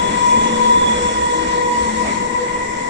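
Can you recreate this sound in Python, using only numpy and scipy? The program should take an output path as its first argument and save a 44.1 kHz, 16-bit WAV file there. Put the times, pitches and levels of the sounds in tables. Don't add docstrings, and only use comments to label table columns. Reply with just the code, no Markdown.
import sys
import numpy as np
from scipy import signal
from scipy.fft import rfft, irfft, next_fast_len
from scipy.io import wavfile
from scipy.ndimage import uniform_filter1d, map_coordinates

SR = 44100
rng = np.random.default_rng(int(sys.argv[2]) if len(sys.argv) > 2 else 0)


def master(y):
    cut = np.clip(np.atleast_2d(y).T, -1, 1)
    pcm = np.round(cut * 32767)
    wavfile.write(sys.argv[1], SR, pcm.astype(np.int16))


N = 127449


def amp(db):
    return 10 ** (np.asarray(db) / 20)


def unit(x):
    return x / np.sqrt(np.mean(abs(x) ** 2) + 1e-20)


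def along(points, hz):
    point_hz, value = np.transpose(points)
    return np.interp(np.log(hz + 1), np.log(point_hz + 1), value)


def curve(rows):
    time_s, *columns = np.transpose(rows)
    return np.array([np.interp(np.arange(N) / SR, time_s, c) for c in columns])


def wobble(knots_per_s):
    knots = rng.standard_normal(int(N * knots_per_s / SR) + 4)
    return map_coordinates(knots, [np.arange(N) * knots_per_s / SR])


def filtered(x, response):
    m = next_fast_len(N + SR // 4)
    return irfft(rfft(x, m) * response(np.fft.rfftfreq(m, 1 / SR)), m)[..., :N]


def half_turn(alike):
    return np.arccos(np.clip(alike, 0, 1)) / 2


def spread(pair, alike):
    turn = half_turn(alike)
    mid, side = np.cos(turn) * pair[0], np.sin(turn) * pair[1]
    return np.array([mid + side, mid - side])


def narrow(width_hz, alike):
    f = np.fft.fftfreq(next_fast_len(N), 1 / SR)
    noise = rng.standard_normal((2, len(f))) + 1j * rng.standard_normal((2, len(f)))
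    pair = spread(noise, alike)
    return unit(np.fft.ifft(pair / (1 + (f / width_hz) ** 2))[:, :N])


def tone(hz):
    return np.sqrt(2) * np.exp(2j * np.pi * np.cumsum(hz + np.zeros(N)) / SR)


def rush(spectrum, level, patchy_db, flutter_db):
    # hz, correlation
    likeness = [(60, 1), (330, 0.98), (480, .62), (1000, 0.33), (1800, 0.18), (4000, 0.36), (6000, 0.29),
                (8500, .1)]
    # hz, left_over_right_db
    balance = [(60, 4.5), (350, 3.5), (520, 3), (1000, 0.5), (1700, 6), (2700, -3.5), (4000, -0.1),
               (6000, -0.1), (7300, -4), (8600, 3), (12000, -1.5)]

    z = signal.stft(rng.standard_normal((2, N)), nperseg=512)[2]
    field = uniform_filter1d(rng.standard_normal(z.shape[1:]), 5, axis=0)
    field = uniform_filter1d(field, 12, axis=1)
    pair = signal.istft(z * amp(patchy_db * unit(field)), nperseg=512)[1][:, :N]

    def mid_side_response(hz):
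        turn = half_turn(along(likeness, hz))
        return amp(along(spectrum, hz)) * [np.cos(turn), np.sin(turn)]

    mid, side = filtered(pair, mid_side_response)
    stereo = unit(np.array([mid + side, mid - side]))
    balanced = filtered(stereo, lambda hz: amp([0 * hz, -along(balance, hz)]))
    return balanced * amp(curve(level) + flutter_db * wobble(7.16))


def wheels():
    # hz, relative_density_db
    rumble = [(15, -7.5), (30, -14), (65, -6.5), (125, -12), (160, -5), (200, 3.5), (270, -0.5), (370, -6),
              (500, -3), (800, -56)]
    roar = [(250, -6), (430, -1.8), (540, -7), (610, 0), (680, -5), (800, -6.5), (1200, -9.5),
            (1300, -11.5), (1750, -8), (2200, -8.5), (2700, -17.5), (3700, -21.5), (4300, -41), (6000, -79)]
    sizzle = [(2600, -18), (3100, -11), (3800, -3), (4300, -1), (4800, -4.5), (5300, -7), (6200, -38)]
    hiss = [(4200, -23), (4900, -8.5), (5500, -2), (6400, -4.5), (7300, 0.5), (8200, 0), (9000, -4),
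            (9600, -23), (10500, -27), (12000, -31), (14000, -60)]
    # time_s, level_db
    rumble_level = [(0, -27), (.4, -27), (.8, -27), (1.3, -30), (1.5, -27.5), (1.7, -31.5), (2.2, -28),
                    (2.4, -32.5), (2.89, -30)]
    roar_level = [(0, -25), (.3, -26.5), (.95, -27), (1.05, -26), (1.2, -28), (1.8, -30), (2.03, -30),
                  (2.08, -25), (2.14, -29.5), (2.89, -32)]
    # time_s, left_db, right_db
    sizzle_level = [(0, -39.5, -42), (.8, -42.5, -42.5), (1.2, -44, -43), (1.4, -40.5, -39.5),
                    (1.7, -42, -41), (1.9, -48, -41.5), (2.05, -45.5, -39), (2.3, -49.5, -43.5),
                    (2.89, -54.5, -45)]
    hiss_level = [(0, -33.5, -35.5), (.55, -32.5, -33), (1, -33, -33.5), (1.5, -36, -35), (2.07, -35, -34),
                  (2.3, -38.5, -37.5), (2.89, -40, -37.5)]

    return (rush(rumble, rumble_level, patchy_db=1.5, flutter_db=0.6)
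            + rush(roar, roar_level, patchy_db=1.5, flutter_db=0.9)
            + rush(sizzle, sizzle_level, patchy_db=2.0, flutter_db=1.5)
            + rush(hiss, hiss_level, patchy_db=1.5, flutter_db=0.54))


def weak_lines():
    # pitch_hz, left_start_db (before swell), fade_db_per_s, swell_time_s, swell_db,
    # waver_half_width_hz, left_over_right_db, left_right_correlation
    weak = [(1178, -46, 4, 1.75, 9, 8, 2, .6), (1458, -48, .5, 1.7, 5, 12, 4, .7),
            (2030, -45, -3, 2.1, 1, 50, 5, .5), (2430, -42, 3, .8, 2, 30, 1.5, .6),
            (2915, -48, 2.5, 1.65, 7, 20, -1, .6), (3325, -51, 1, 2.15, 5, 16, 1, .6),
            (3868, -53, 2, 1.4, 2, 45, -2, .6)]
    swell_width_s, random_level_db = 0.3, 3

    out, t = 0, np.arange(N) / SR
    for hz, start_db, fade_db_per_s, swell_time_s, swell_db, width_hz, pan_db, alike in weak:
        swell = np.exp(-((t - swell_time_s) / swell_width_s) ** 2)
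        level_db = start_db - fade_db_per_s * t + swell_db * swell
        level_db = level_db + random_level_db * wobble(2.99)
        line = (narrow(width_hz, alike) * tone(hz)).real
        out = out + amp(level_db - [[0], [pan_db]]) * line
    return out


def strong_lines():
    # time_s, pitch_hz, left_db, right_db (skirt excluded)
    first = [(0.0, 484, -37, -28), (0.14, 487, -33, -28), (0.18, 489, -32, -36), (0.26, 493, -37, -37),
             (0.33, 492, -25, -25), (0.42, 492, -28, -36), (0.48, 492, -25, -29), (0.57, 491, -30, -27),
             (0.63, 490, -22, -24), (0.7, 489, -25, -21), (0.76, 489, -22, -22), (0.8, 490, -26, -26),
             (0.86, 490, -24, -22), (0.92, 490, -28, -26), (1.02, 491, -24, -22), (1.12, 491, -26, -32),
             (1.16, 492, -35, -34), (1.2, 492, -23, -26), (1.32, 488, -28, -27), (1.46, 489, -24, -36),
             (1.52, 489, -28, -26), (1.6, 489, -21, -21), (1.68, 488, -22, -24), (1.76, 488, -31, -33),
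             (1.82, 489, -23, -25), (1.92, 490, -33, -37), (1.98, 489, -23, -30), (2.14, 492, -34, -38),
             (2.18, 491, -37, -30), (2.24, 490, -33, -28), (2.3, 490, -31, -39), (2.36, 490, -33, -33),
             (2.42, 490, -21, -27), (2.48, 491, -31, -32), (2.6, 493, -29, -32), (2.72, 492, -39, -41),
             (2.8, 492, -29, -32), (2.88, 493, -29, -34)]
    second = [(0.0, 983, -16, -21), (0.16, 984, -19, -28), (0.21, 985, -17, -24), (0.26, 986, -10, -16),
              (0.38, 986, -10, -13), (0.45, 984, -17, -18), (0.56, 982, -20, -25), (0.62, 983, -11, -16),
              (0.73, 982, -11, -13), (0.8, 980, -16, -15), (0.88, 979, -21, -17), (0.92, 979, -17, -18),
              (0.96, 979, -24, -24), (1.0, 982, -20, -27), (1.1, 987, -18, -21), (1.14, 985, -23, -24),
              (1.22, 979, -17, -17), (1.46, 981, -25, -27), (1.52, 981, -19, -23), (1.58, 979, -19, -26),
              (1.62, 978, -15, -19), (1.7, 977, -24, -17), (1.82, 975, -18, -24), (1.86, 976, -26, -26),
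              (1.9, 978, -24, -24), (1.98, 980, -23, -30), (2.02, 979, -18, -25), (2.06, 978, -27, -30),
              (2.14, 978, -21, -24), (2.26, 978, -22, -30), (2.38, 978, -19, -23), (2.46, 980, -21, -30),
              (2.5, 983, -25, -33), (2.56, 982, -28, -26), (2.66, 983, -30, -25), (2.7, 984, -27, -33),
              (2.88, 982, -28, -32)]
    fourth = [(0, 1962, -35, -39), (.26, 1952, -32, -35), (.4, 1955, -34, -37), (.8, 1950, -33, -39),
              (1.3, 1938, -31, -39), (1.9, 1938, -32, -40), (2.4, 1955, -34, -42), (2.52, 1955, -32, -37),
              (2.88, 1955, -33, -40)]
    seventh = [(0, 3405, -33.5, -42), (.32, 3420, -41, -39), (0.451, 3417, -32.5, -35),
               (.55, 3405, -36, -44), (.65, 3420, -38, -35.5), (.75, 3445, -37.5, -39),
               (.87, 3407, -32, -27.5), (1.05, 3402, -37, -37.5), (1.2, 3395, -44, -38),
               (1.38, 3396, -43, -40.5), (1.84, 3390, -50, -45), (2.1, 3403, -56, -55.5)]
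    low_hum = [(0, 226, -33.5, -42), (.25, 228, -27.5, -39), (.33, 226, -34, -35), (.42, 226, -30, -33),
               (.68, 225, -27, -31), (.82, 224, -38, -49), (.9, 226, -27, -31), (1.02, 224, -41.5, -41),
               (1.12, 222, -31.5, -38.5), (1.5, 220, -49, -55), (1.9, 222, -27, -33), (2.2, 220, -35, -40),
               (2.88, 219, -44, -47)]
    swelling_hum = [(0, 328, -53.5, -59), (0.599, 330, -38, -54), (1.141, 314, -33, -42),
                    (1.25, 320, -36, -42), (1.4, 322, -27, -33), (1.6, 322, -34, -44),
                    (1.899, 315, -35, -47), (2.1, 320, -35, -45), (2.881, 321, -43.5, -57)]
    deep_hum = [(0, 66, -34.5, -46), (.3, 68, -48.5, -50), (.75, 68.3, -50, -53), (.92, 69, -31.5, -37),
                (1.25, 67.8, -38.5, -44), (1.35, 65.8, -49, -52), (1.5, 61.7, -35, -40),
                (1.74, 65.3, -51, -52), (1.84, 65.8, -31, -35), (1.92, 68, -44, -48), (2, 69.7, -33, -37),
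                (2.2, 67.8, -54, -54), (2.88, 68, -54, -55)]
    # time_s, left_lead_rad
    first_turn = [(0, -.6), (.36, .3), (.44, -1), (.68, -.3), (.92, -1.3), (1, .1), (1.38, -.7), (1.84, .4),
                  (2.2, -.2), (2.4, 1.9), (2.8, -.8)]
    second_turn = [(0.2, -.6), (.68, 0), (.76, -.7), (1.4, .1), (1.65, -.3), (1.71, 2.7), (1.79, -.1),
                   (2.44, -.9), (2.55, .8)]
    seventh_turn = [(0, -.6), (1.5, .3), (2.2, 2.2)]
    still = [(0, 0)]
    # steady_power_share, waver_half_width_hz, skirt_half_width_hz,
    # skirt_db (re slow level), skirt_growth_db_per_s, left_right_correlation, port_phase_drift_rad
    texture = [(.95, 15, 49, -9, 2, 0.47, 0.31), (0.93, 16, 39.6, -9, 3.5, 0.52, 0.13),
               (0.1, 22.6, 78, -1, 0.68, 0.48, 0.44), (0.25, 50, 98, -3, 1, 0.87, 0.4),
               (0.72, 3.2, 40, -15, 0.5, 0.86, .1), (0.9, 3.7, 17, -20, 6.5, 0.84, .15),
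               (0.48, 9, 22, -10.5, 0, .98, .05)]
    pitch_drift_share = 0.004

    lines = [first, second, fourth, seventh, low_hum, swelling_hum, deep_hum]
    turns = [first_turn, second_turn, still, seventh_turn, still, still, still]
    out, t = 0, np.arange(N) / SR
    for rows, turn, settings in zip(lines, turns, texture):
        steady, waver_hz, skirt_hz, skirt_db, growth_db_per_s, alike, drift_rad = settings
        hz, *level_db = curve(rows)
        hz = hz * (1 + pitch_drift_share * wobble(14))

        left_lead_rad = curve(turn)[0] + drift_rad * wobble(7.14)
        ports = np.exp(np.outer([.5j, -.5j], left_lead_rad))
        core = np.sqrt(steady) * ports + np.sqrt(1 - steady) * narrow(waver_hz, alike)

        slow_db = uniform_filter1d(level_db, SR // 2, axis=1) + skirt_db + growth_db_per_s * t
        skirt = amp(slow_db) * narrow(skirt_hz, alike)
        out = out + ((amp(level_db) * core + skirt) * tone(hz)).real
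    return out


def scene():
    return wheels() + weak_lines() + strong_lines()


def record(dry):
    # hz, left_lead_rad
    left_lead = [(60, -0.18), (250, 0.25), (500, -0.0074), (700, 0.62), (1000, 0.8), (1600, 0.57),
                 (2000, 1), (2700, -0.35), (3300, 0.26), (4500, -0.099), (5500, -0.074), (7000, -1.24),
                 (8000, 0.12)]
    left_lag_s, top_hz = 23 / SR, 14150

    def response(hz):
        half_lead_rad = along(left_lead, hz) / 2 - np.pi * hz * left_lag_s
        return (hz < top_hz) * np.exp(np.outer([1j, -1j], half_lead_rad))

    return filtered(dry, response)


dry = scene()
out = record(dry)
master(out)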